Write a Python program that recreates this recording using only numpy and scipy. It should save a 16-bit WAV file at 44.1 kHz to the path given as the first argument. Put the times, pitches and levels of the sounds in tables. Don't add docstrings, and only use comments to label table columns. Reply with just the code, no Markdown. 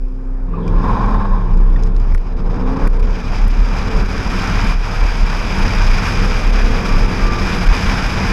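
import sys
import numpy as np
from scipy import signal
from scipy.fft import rfft, irfft, next_fast_len
from scipy.io import wavfile
from scipy.ndimage import uniform_filter1d, map_coordinates

SR = 44100
rng = np.random.default_rng(int(sys.argv[2]) if len(sys.argv) > 2 else 0)


def waveform_to_disk(signal):
    frames = np.transpose(np.atleast_2d(signal))
    scaled = np.clip(frames, -1, 1) * 32767
    samples = np.round(scaled).astype(np.int16)
    wavfile.write(sys.argv[1], SR, samples)


def gain_from_db(level_db):
    decades = np.asarray(level_db, float) / 20
    return 10 ** decades


N = 366912
TIME = np.arange(N) / SR


def unit(x):
    return x / np.sqrt(np.mean(x ** 2) + 1e-20)


def along(points, hz):
    f, v = np.transpose(points)
    return np.interp(np.log(hz + 1), np.log(f + 1), v)


def curves(rows, outside=None):
    s, *cols = np.transpose(rows)
    return [np.interp(TIME, s, c, outside, outside) for c in cols]


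def wobble(rate):
    knots = rng.standard_normal(int(N * rate / SR) + 4)
    return map_coordinates(knots, [np.arange(N) * rate / SR])


def bell(centre_s, half_s):
    return np.exp(-((TIME - centre_s) / half_s) ** 2)


def near(f, centre, wide):
    return 1 / (1 + ((f - centre) / wide) ** 2)


def filtered(x, response):
    m = next_fast_len(N + SR // 2)
    return irfft(rfft(x, m) * response(np.fft.rfftfreq(m, 1 / SR)), m)[..., :N]


def modes(peaks, f):
    return sum((-1) ** k * gain_from_db(db) * 1j * f * w / (c * c - f * f + 1j * f * w)
               for k, (c, w, db) in enumerate(peaks))


def rush(spectrum, patchy_db):
    z = signal.stft(rng.standard_normal(N), nperseg=512)[2]
    field = uniform_filter1d(rng.standard_normal(z.shape), 6, 0)
    field = uniform_filter1d(field, 10, 1)
    patchy = signal.istft(z * gain_from_db(patchy_db * unit(field)), nperseg=512)[1][:N]
    return unit(filtered(patchy, lambda hz: gain_from_db(along(spectrum, hz))))


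def controls():
    # (time [s], cycle rate [Hz], exhaust note [dB], throttle effort [dB])
    idle = [(0, 21.4, -24, -42), (.46, 21.8, -24, -42)]
    first_gear = [(.56, 20.6, -25, -42), (.68, 21.5, -24, -42), (.89, 21.7, -26, -42),
                  (1.13, 26.4, -28, -47), (1.46, 22.1, -27, -50), (1.7, 20.2, -29, -47),
                  (1.92, 22.5, -32, -49), (2.02, 23.6, -46, -52), (2.2, 25.6, -42, -49),
                  (2.5, 29.3, -41, -43), (2.65, 31.5, -33, -41), (2.85, 35, -30, -36),
                  (2.95, 37.8, -45, -37), (3.12, 39.7, -48, -42), (3.28, 38.5, -50, -51)]
    second_gear = [(3.5, 30.5, -44, -51), (3.8, 31.5, -45, -45), (3.95, 33.8, -42, -42),
                   (4.2, 34.3, -42, -45), (4.8, 36, -50, -52), (5.55, 38, -46, -45), (5.9, 38.3, -52, -51),
                   (6.25, 38.5, -48, -41), (6.5, 38.7, -46, -41), (6.85, 42.7, -39, -37),
                   (7.15, 43.8, -37, -39), (7.45, 43.8, -35, -45), (7.65, 43.5, -46, -49),
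                   (8.08, 42.8, -48, -49), (8.2, 41.6, -37, -46), (8.32, 41.4, -35, -46)]
    hz, note_db, effort_db = curves(idle + first_gear + second_gear)
    clutch_s, bite_s, unloaded_db = 0.42, 0.18, -21
    load = np.clip((TIME - clutch_s) / bite_s, 0, 1)
    return hz, note_db, effort_db + unloaded_db * (1 - load), load


def engine():
    # (multiple of the cycle rate, level [dB])
    free_orders = [(4.45, -41), (6, -43), (17, -53), (12, -36), (16, -54), (18, -49), (24, -52), (36, -65)]
    # (frequency [Hz], width [Hz], level [dB])
    pipe = [(107, 14, 8), (187, 12, 7), (245, 30, -1), (445, 60, 1.5)]
    uneven = {7: -3, 8: -20, 9: 1, 10: 0, 11: 3, 12: -1, 13: 3, 14: -1, 15: -1, 16: 5, 21: 3}
    whine_orders = {20: -41, 21: -42, 27: -35.5}
    # (time [s], level [dB])
    whine_swell = [
        (6.55, -14),
        (6.85, 0),
        (7.4, 0),
        (7.5, -16),
    ]
    # (frequency [Hz], density [dB per Hz])
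    valves = [(1500, -26), (2600, 4), (3600, 2), (4300, -4.5), (5500, -32.5), (9500, -19.5), (10300, -63)]

    hz, firing_db, comb_db, load = controls()
    turn = 2 * np.pi * np.cumsum(hz * (1 + 0.003 * wobble(9))) / SR

    def tone(order, db, slip):
        phase = rng.uniform(0, 2 * np.pi) + slip * wobble(16)
        return np.sqrt(2) * gain_from_db(db) * np.sin(order * turn + phase)

    firing_db = firing_db + 8 * near(8 * hz, 257, 15)
    firing = tone(8, firing_db + 0.34 + 0.5 * wobble(22), slip=0.13)
    third_db = comb_db - 9 + 21 * near(6 * hz, 183, 16) + 1.2 * wobble(8.1)
    third = tone(6, third_db, slip=0.6)

    fading = np.clip(1 - (TIME - .47) / .2, 0, 1)
    free = fading * sum(tone(k, db + .8 * wobble(12), slip=.08) for k, db in free_orders)

    lug_db = 7 * bell(.85, .3)

    def colour(f):
        power = sum(gain_from_db(2 * db) * near(f, c, w) for c, w, db in pipe)
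        pipe_db = 10 * np.log10(power / (1 + (f / 600) ** 8))
        return pipe_db + lug_db * near(f, 262, 40)

    comb = sum(tone(k, comb_db + colour(k * hz) + uneven.get(k, 0) + 2 * wobble(6), slip=.15)
               for k in range(4, 32))
    clatter_db = uniform_filter1d(comb_db, 9000) - 16.5 + 3.2 * np.cos(8 * turn)
    clatter = gain_from_db(clatter_db) * rush(valves, patchy_db=5.0)
    swell_db, = curves(whine_swell, outside=-120)
    whine = sum(tone(k, db + swell_db + 3 * wobble(8), slip=.4) for k, db in whine_orders.items())
    return whine + clatter + free + load * (firing + third) + comb


def mount():
    # (time [s], shaking lasts [s], swing level [dB], swing frequency [Hz])
    bumps = [(0, 0.5, -19, 31.4), (0.749, 0.042, -7, 34.4), (0.888, 0.042, -14.5, 34.6),
             (1.07, 0.14, -11, 34.63), (1.321, 0.018, -7.5, 32.23), (1.455, .01, -12, 31.5),
             (1.537, 0.62, -9, 31.42), (2.377, 0.14, -14.5, 30.04), (2.67, 0.017, -10.5, 30.7),
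             (2.846, 0.25, -9.5, 30.74), (3.308, 0.047, -14.5, 31.16), (3.427, 0.19, -10, 33.06),
             (3.7, 0.027, -15, 36), (3.984, 0.024, -8, 33.7), (4.294, 0.069, -21, 36.9),
             (4.508, 0.12, -14, 34.32), (4.708, 0.076, -10.5, 34.14), (4.957, 0.13, -12.5, 33.14),
             (5.208, 0.022, -9, 33.02), (5.372, .01, -15.5, 32.9), (5.597, 0.025, -13, 30.52),
             (5.773, 0.19, -10.5, 31.57), (6.22, 0.47, -11, 32.97), (6.93, 0.094, -9.5, 31.72),
             (7.25, 0.031, -12.5, 32.02), (7.46, 0.021, -23, 31.13), (7.679, 0.038, -11, 32.1),
             (7.867, 0.035, -13, 34.57), (8.2, 0.15, -20.5, 34.4)]
    build_db_per_s, settle_db_per_s, rest_db = 164.5, 138.5, -21
    db = np.full(N, float(rest_db))
    for s, lasts, peak_db, _ in bumps:
        build = build_db_per_s * np.maximum(s - TIME, 0)
        settle = settle_db_per_s * np.maximum(TIME - s - lasts, 0)
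        db = np.maximum(db, peak_db - build - settle)
    hz, = curves([(s + lasts / 2, hz) for s, lasts, _, hz in bumps])
    knocked = 0.97 * wobble(9) * (0.37 + 0.58 * controls()[3])
    swing = 2 * np.pi * np.cumsum(hz) / SR + knocked
    size = np.sqrt(2) * gain_from_db(uniform_filter1d(db, 500) + 2.5 * wobble(25))
    return size * (np.sin(swing) + 0.16 * size * np.cos(2 * swing + 1.4))


def buffeting(cruise_over_db, surface_db, parked):
    # (frequency [Hz], density [dB per Hz])
    spectrum = [(15, 3), (24, -2.5), (45, 8), (62, 0.5), (100, 2.5), (140, -12), (200, -6), (330, -20),
                (600, -71.5)]
    db = -23 + 0.68 * cruise_over_db - 9.5 * parked + .5 * surface_db
    return gain_from_db(db + 2.5 + 0.82 * wobble(17)) * rush(spectrum, patchy_db=-0.5)


def drumming(cruise_over_db, surface_db, parked):
    # (frequency [Hz], width [Hz], level [dB])
    panels = [(109.7, 9, -1), (183.8, 28, -4), (219, 12, -2.5), (258, 50, -8), (368, 14, -10),
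              (450, 34, -8.5), (506, 230, -25.5)]
    effort_over_db = controls()[2] + 46
    db = -28.5 + .39 * cruise_over_db + .16 * effort_over_db + .7 * wobble(5)
    db = db + 0 * bell(1, 0.28)
    db = db + surface_db - 4 * parked
    force = gain_from_db(0.73 * wobble(8.9)) * rng.standard_normal(N)
    return gain_from_db(db) * unit(filtered(force, lambda f: modes(panels, f) / (1 + (f / 700) ** 4)))


def tyre_roar(roar_db, surface_db, lull_db, gust, slow):
    # (frequency [Hz], density [dB per Hz])
    spectrum = [(180, 7), (300, -6.5), (459, -2.5), (580, -1), (902, 3), (1620, 2), (1910, -4),
                (2200, -12.5), (2860, -33.5), (4840, -120)]
    roar = gain_from_db(roar_db + 0.5 + 0.5 * gust + 0.32 * lull_db) * rush(spectrum, patchy_db=1.0)
    roar = roar - slow * filtered(roar, lambda f: 1 / (1 + (1250 / (f + 1)) ** 8))
    ring = unit(filtered(rng.standard_normal(N), lambda f: modes([(191.0, 17.7, 0)], f) ** 2))
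    return roar + gain_from_db(surface_db + roar_db - 7.5 - 16 * slow) * ring


def wind(hiss_db, lull_db, gust, parked, swing):
    # (frequency [Hz], density [dB per Hz])
    hiss_spectrum = [(1200, -16.5), (2000, -4), (3300, -6), (4000, -10), (4350, -17.5), (4700, -11),
                     (6000, -13.5), (7200, -21), (9000, -32.5), (12000, -67.5)]
    whistle_spectrum = [(5000, -48), (7500, -6), (9800, -4.5), (11000, -1.5), (12500, -1), (16000, -9.5)]
    puffs_db = 1.3 * bell(2.5, 2.0) * wobble(28.0)
    wind_db = hiss_db + .5 - 2 * parked + 0.78 * lull_db + puffs_db
    wind_db = wind_db + 0.33 * gust + 0.71 * wobble(150) - 3 * swing
    hiss = gain_from_db(wind_db - 3.5) * rush(hiss_spectrum, patchy_db=0.28)
    whistle_db = 1.16 * (wind_db + 37.5) - 53.5 + 0.74 * wobble(20)
    whistle = gain_from_db(whistle_db) * rush(whistle_spectrum, patchy_db=-0.5)
    grains = (rng.random(N) < 250 / SR) * rng.choice([-1, 1], N)
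    grains = grains * gain_from_db(8.4 * np.clip(rng.standard_normal(N), -2, 2))
    grit = unit(filtered(grains, lambda f: gain_from_db(along(hiss_spectrum, f)) * (f / 5000)))
    return hiss + whistle + gain_from_db(hiss_db + lull_db - 16.5) * grit


def flow(swing):
    # (time [s], road level [dB], wind level [dB])
    speed = [(0, -48, -61.5), (.55, -39.5, -64.5), (.85, -29, -47.5), (1.02, -25.5, -45.5),
             (1.3, -33, -53.5), (2.1, -35, -52.5), (2.83, -26.5, -43), (3.24, -30.5, -40),
             (3.82, -26.5, -36), (4.19, -27, -34), (4.45, -24, -31), (4.7, -25.5, -32), (5.3, -26, -33.5),
             (6.05, -23.5, -29), (6.5, -25, -32), (7.2, -25, -32), (7.8, -23, -28.5), (8.32, -23, -30)]
    # (time [s], level [dB])
    surface = [
        (4.7, 1.5),
        (4.95, -3),
        (5.4, -4.5),
        (5.6, -1),
        (5.95, -4),
        (6.15, 0),
        (6.45, -3),
        (6.7, -2),
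    ]
    # (time [s], depth [dB], half length [s])
    lulls = [(1.562, -5.5, 0.01), (1.654, -7, 0.024), (1.936, -7, 0.044), (1.99, -7, 0.0096),
             (2.141, -12, 0.0087), (2.162, -4, 0.0078), (2.193, -2, 0.0086), (2.298, -5, 0.012),
             (2.352, -20, 0.014), (2.413, -18, 0.0041), (2.44, -13, 0.012), (2.488, -14, 0.01),
             (2.585, -9, 0.0094), (2.647, -10, 0.021), (2.755, -10, 0.007), (2.785, -7, 0.011),
             (2.873, -12, 0.011), (2.984, -11, 0.0093), (3.017, -12, 0.0087), (3.064, -13, 0.0044),
             (3.221, -5, 0.012), (3.459, -10, 0.005), (3.484, -11, 0.01), (3.565, -3, 0.0078),
             (3.898, -7, 0.0086), (4.035, -10, 0.0092), (4.077, -4, 0.0084), (4.288, -7, 0.0089),
             (4.54, -2, 0.0091), (4.75, -7.5, 0.003), (4.787, -3.5, 0.028), (4.992, -3, 0.028),
             (5.247, -4, 0.01), (5.872, -1, 0.0099), (6.015, -4.5, 0.017), (6.516, -9, 0.0085),
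             (6.695, -3, 0.017), (6.76, 1, 0.009), (6.84, -6, 0.0077), (6.858, 2.5, 0.021),
             (7.077, -4, 0.016), (7.297, -10, 0.011), (7.374, -6, 0.007), (7.44, -2, 0.0036),
             (7.599, -3, 0.0076), (7.657, -11, 0.007), (7.686, -5, 0.0057), (8.015, -4.5, 0.011),
             (8.084, -5, 0.009), (8.218, -1, 0.008)]
    roar_db, hiss_db = curves(speed)
    surface_db, = curves(surface, outside=0)
    lull_db = sum(db * bell(s, half) for s, db, half in lulls)
    gust = wobble(14) + 1.46 * wobble(45)
    parked = 1 - controls()[3]
    slow = np.clip((-28.5 - hiss_db) / 25, 0, .7)
    cruise_over_db = roar_db + 26
    body = buffeting(cruise_over_db, surface_db, parked) + drumming(cruise_over_db, surface_db, parked)
    road = tyre_roar(roar_db, surface_db, lull_db, gust, slow)
    return body + road + wind(hiss_db, lull_db, gust, parked, swing)


def tyres():
    # (time [s], level [dB])
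    scrub = [
        (.46, -52),
        (.53, -43),
        (.57, -35.5),
        (.825, -30),
        (.845, -22),
        (1.17, -25),
        (1.19, -29),
        (1.38, -30.5),
        (1.56, -36),
        (2.14, -53),
    ]
    # (time [s], lift [dB])
    grabs = [
        (.838, 3),
        (.892, 5),
        (.955, 4),
        (1.035, 4),
        (1.085, 4),
        (1.14, 6),
        (1.197, 11),
        (1.245, 11),
        (1.308, 8),
        (1.338, 3),
    ]
    # (frequency [Hz], width [Hz], level [dB])
    tread = [(455, 89, -14.5), (867, 153, -8.5), (1062, 80, -2.5), (1660, 180, -21), (3670, 330, -34.5),
             (6500, 900, -49.5), (9500, 900, -32)]
    launch_db, = curves(scrub, outside=-120)
    grab_s, grab_rise_s = 0.02, .004
    for s, db in grabs:
        launch_db = launch_db + db * np.exp(-np.abs(TIME - s) / grab_s) * np.clip((TIME - s) / grab_rise_s, 0, 1)
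    left = (2.863 - TIME) / 0.52
    again = gain_from_db(-29 - 15 * np.abs(left)) * (left > 0) * (left < 1.3)
    slips = gain_from_db(1.3 * wobble(110) + 0.4 * wobble(41)) * rng.standard_normal(N)
    scrubbing = unit(filtered(slips, lambda f: modes(tread, f) / (1 + (f / 5000) ** 4)))
    return (gain_from_db(launch_db - 1.0) + again) * scrubbing


def knocks():
    # (time [s], peak [dB], frequency [Hz], 60 dB decay [s])
    blows = [(.536, -19.5, 1170, .073), (1.76, -23, 1850, .03), (1.761, -35, 3530, .028),
             (4.496, -4.5, 173, .087), (5.98, -18, 185, .6), (.7, -14, 85.4, .25), (2.101, -4, 70, .19),
             (3.84, -21, 441.8, 1.2), (5.5, -17, 194.1, 1.5), (4.3, -27, 355, 1.5),
             (2.1112, -18, 920, .012), (.679, -38, 2380, .03), (2.148, -27, 1400, .03),
             (1.04, -36, 2300, .05), (2, -14, 70, .25), (2.3, -15, 72, .2), (7.35, -19, 182, .5),
             (3.7, -21, 187, .6), (6.9, -9, 100, .2), (6.62, -14, 95, .16), (2.98, -27, 1000, .12),
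             (6.64, -28, 880, .3)]
    out, t = np.zeros(N + SR), np.arange(SR // 4) / SR
    for s, db, hz, t60 in blows:
        rise = 1 - np.exp(-t / max(2 / hz, t60 / 20))
        close = (1 - (t / t[-1]) ** 2) ** 2
        out[round(s * SR):][:len(t)] += gain_from_db(db - 60 * t / t60) * rise * close * np.sin(2 * np.pi * hz * t)
    return out[:N]


def shudder():
    # (frequency [Hz], level [dB])
    pitches = [(111, -33), (218, -37), (366, -43), (437, -46)]
    # (time [s], level [dB])
    swell = [
        (.55, -25),
        (.9, 0),
        (1.08, 1),
        (1.25, -7),
        (1.5, 0),
        (2.05, -2),
        (2.4, -8),
        (2.7, -30),
    ]
    swell_db, = curves(swell, outside=-120)
    out = np.zeros(N)
    for hz, db in pitches:
        size = np.sqrt(2) * gain_from_db(db + swell_db + 2.5 * wobble(5))
        out += size * np.sin(2 * np.pi * hz * TIME + .9 * wobble(7))
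    return out


def rattles():
    # (time [s], tap [dB], bright edge [dB], dull ring [dB])
    rebounding = [(.6785, -33.5, -54, -47), (1.5726, -42, -58, -53), (1.794, -60, -52, -60),
                  (1.825, -40, -63, -50), (1.8344, -29.5, -42, -56), (1.864, -46, -71, -58.5),
                  (1.8703, -37, -48, -39), (1.945, -57, -64, -57), (1.964, -35.5, -47, -43),
                  (1.999, -39, -56, -41), (2.122, -44, -58, -37), (2.1395, -41, -53, -53),
                  (2.1463, -35, -35, -24.5), (2.178, -39, -47, -36), (2.462, -53, -74, -55),
                  (2.506, -50, -54, -35), (2.6615, -53, -70, -53), (2.721, -44, -70, -52),
                  (2.87, -37, -52, -26), (2.901, -43, -62, -55), (2.963, -47, -60, -52),
                  (2.9958, -36, -40, -47), (3.058, -44, -58, -50), (3.446, -44, -50, -50)]
    snaps = [
        (2.875, -36, -26, -32),
        (3.4812, -38, -25.5, -45),
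        (3.503, -44, -48, -44),
        (3.911, -34, -44, -40),
        (4.0294, -42, -42, -40),
        (1.108, -44, -53, -54),
        (2.367, -54, -66, -47),
        (2.824, -42, -51, -50),
        (2.9318, -49, -55, -50),
        (3.028, -46, -54, -50),
    ]
    rebound = np.array([.0043, -10, -2, -16])
    hits = [np.array(row) + k * rebound for row in rebounding for k in range(3)]
    out, t = np.zeros(N + SR), np.arange(SR // 4) / SR

    def band(lo_hz, hi_hz):
        sos = signal.butter(2, [lo_hz, hi_hz], "band", fs=SR, output="sos")
        return unit(signal.sosfilt(sos, rng.standard_normal(len(t))))

    def shape(life, lag=0):
        age = np.maximum(t - lag, 0) / life
        return (age * np.exp(1 - age)) ** 2

    for s, tap_db, edge_db, dull_db in hits + snaps:
        tap = gain_from_db(tap_db - 6.5) * band(2400, 7000) * shape(0.0011)
        edge = gain_from_db(edge_db - 1.5) * band(9300, 15000) * shape(0.00054)
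        ring = 0.99 * np.sin(2 * np.pi * rng.normal(1850, 80) * t) + 0.47 * band(1100, 2400)
        dull = gain_from_db(dull_db) * ring * shape(0.001, lag=.0012)
        out[round(s * SR):][:len(t)] += tap + edge + dull
    return out[:N]


def ducking():
    # (time [s], depth [dB], recovery [s])
    ducks = [
        (2.158, -6.5, 0.18),
        (2.881, -13.5, 0.083),
        (3.489, -5, 0.12),
        (4.04, -3, 0.092),
        (4.725, -5.5, 0.055),
        (4.74, 2, 0.099),
        (4.752, -7, 0.12),
    ]
    gain_db = np.zeros(N)
    for s, db, back in ducks:
        gain_db += db * np.clip((TIME - s) / 0.0022, 0, 1) * np.exp(-np.abs(TIME - s) / back)
    return gain_from_db(gain_db)


def scene():
    # (frequency [Hz], density [dB per Hz])
    floor = [(2000, -21), (6000, -2), (11500, 1), (13200, -10), (14500, -38.5)]
    swing = mount()
    car = ducking() * (engine() + shudder() + flow(swing) + tyres())
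    hiss = gain_from_db(-73) * rush(floor, patchy_db=3.0)
    return (swing + car + knocks() + rattles() + hiss)[None]


def band_limit(x):
    return signal.sosfilt(signal.butter(12, 15140, fs=SR, output="sos"), x)


def record(dry):
    # (frequency [Hz], width [Hz], lift [dB])
    case = [(2394, 277, 8.5), (5000, 710, 7), (6430, 210, -4.5), (11000, 490, -6.5)]
    # (frequency [Hz], level [dB])
    mic = [(20, 0), (7000, 0.33), (11500, -6.5), (12500, -12.5), (14000, -14.5), (15100, -20), (15600, -58)]

    def lift(f):
        return 1 + sum(gain_from_db(db) * (f * w) ** 2 / ((c * c - f * f) ** 2 + (f * w) ** 2) for c, w, db in case)

    rounded = dry / (1 + np.abs(dry / .88) ** 5) ** (1 / 5)
    mix = filtered(rounded, lambda f: lift(f) * gain_from_db(along(mic, f)))
    return band_limit(mix)


dry = scene()
out = record(dry)
waveform_to_disk(out)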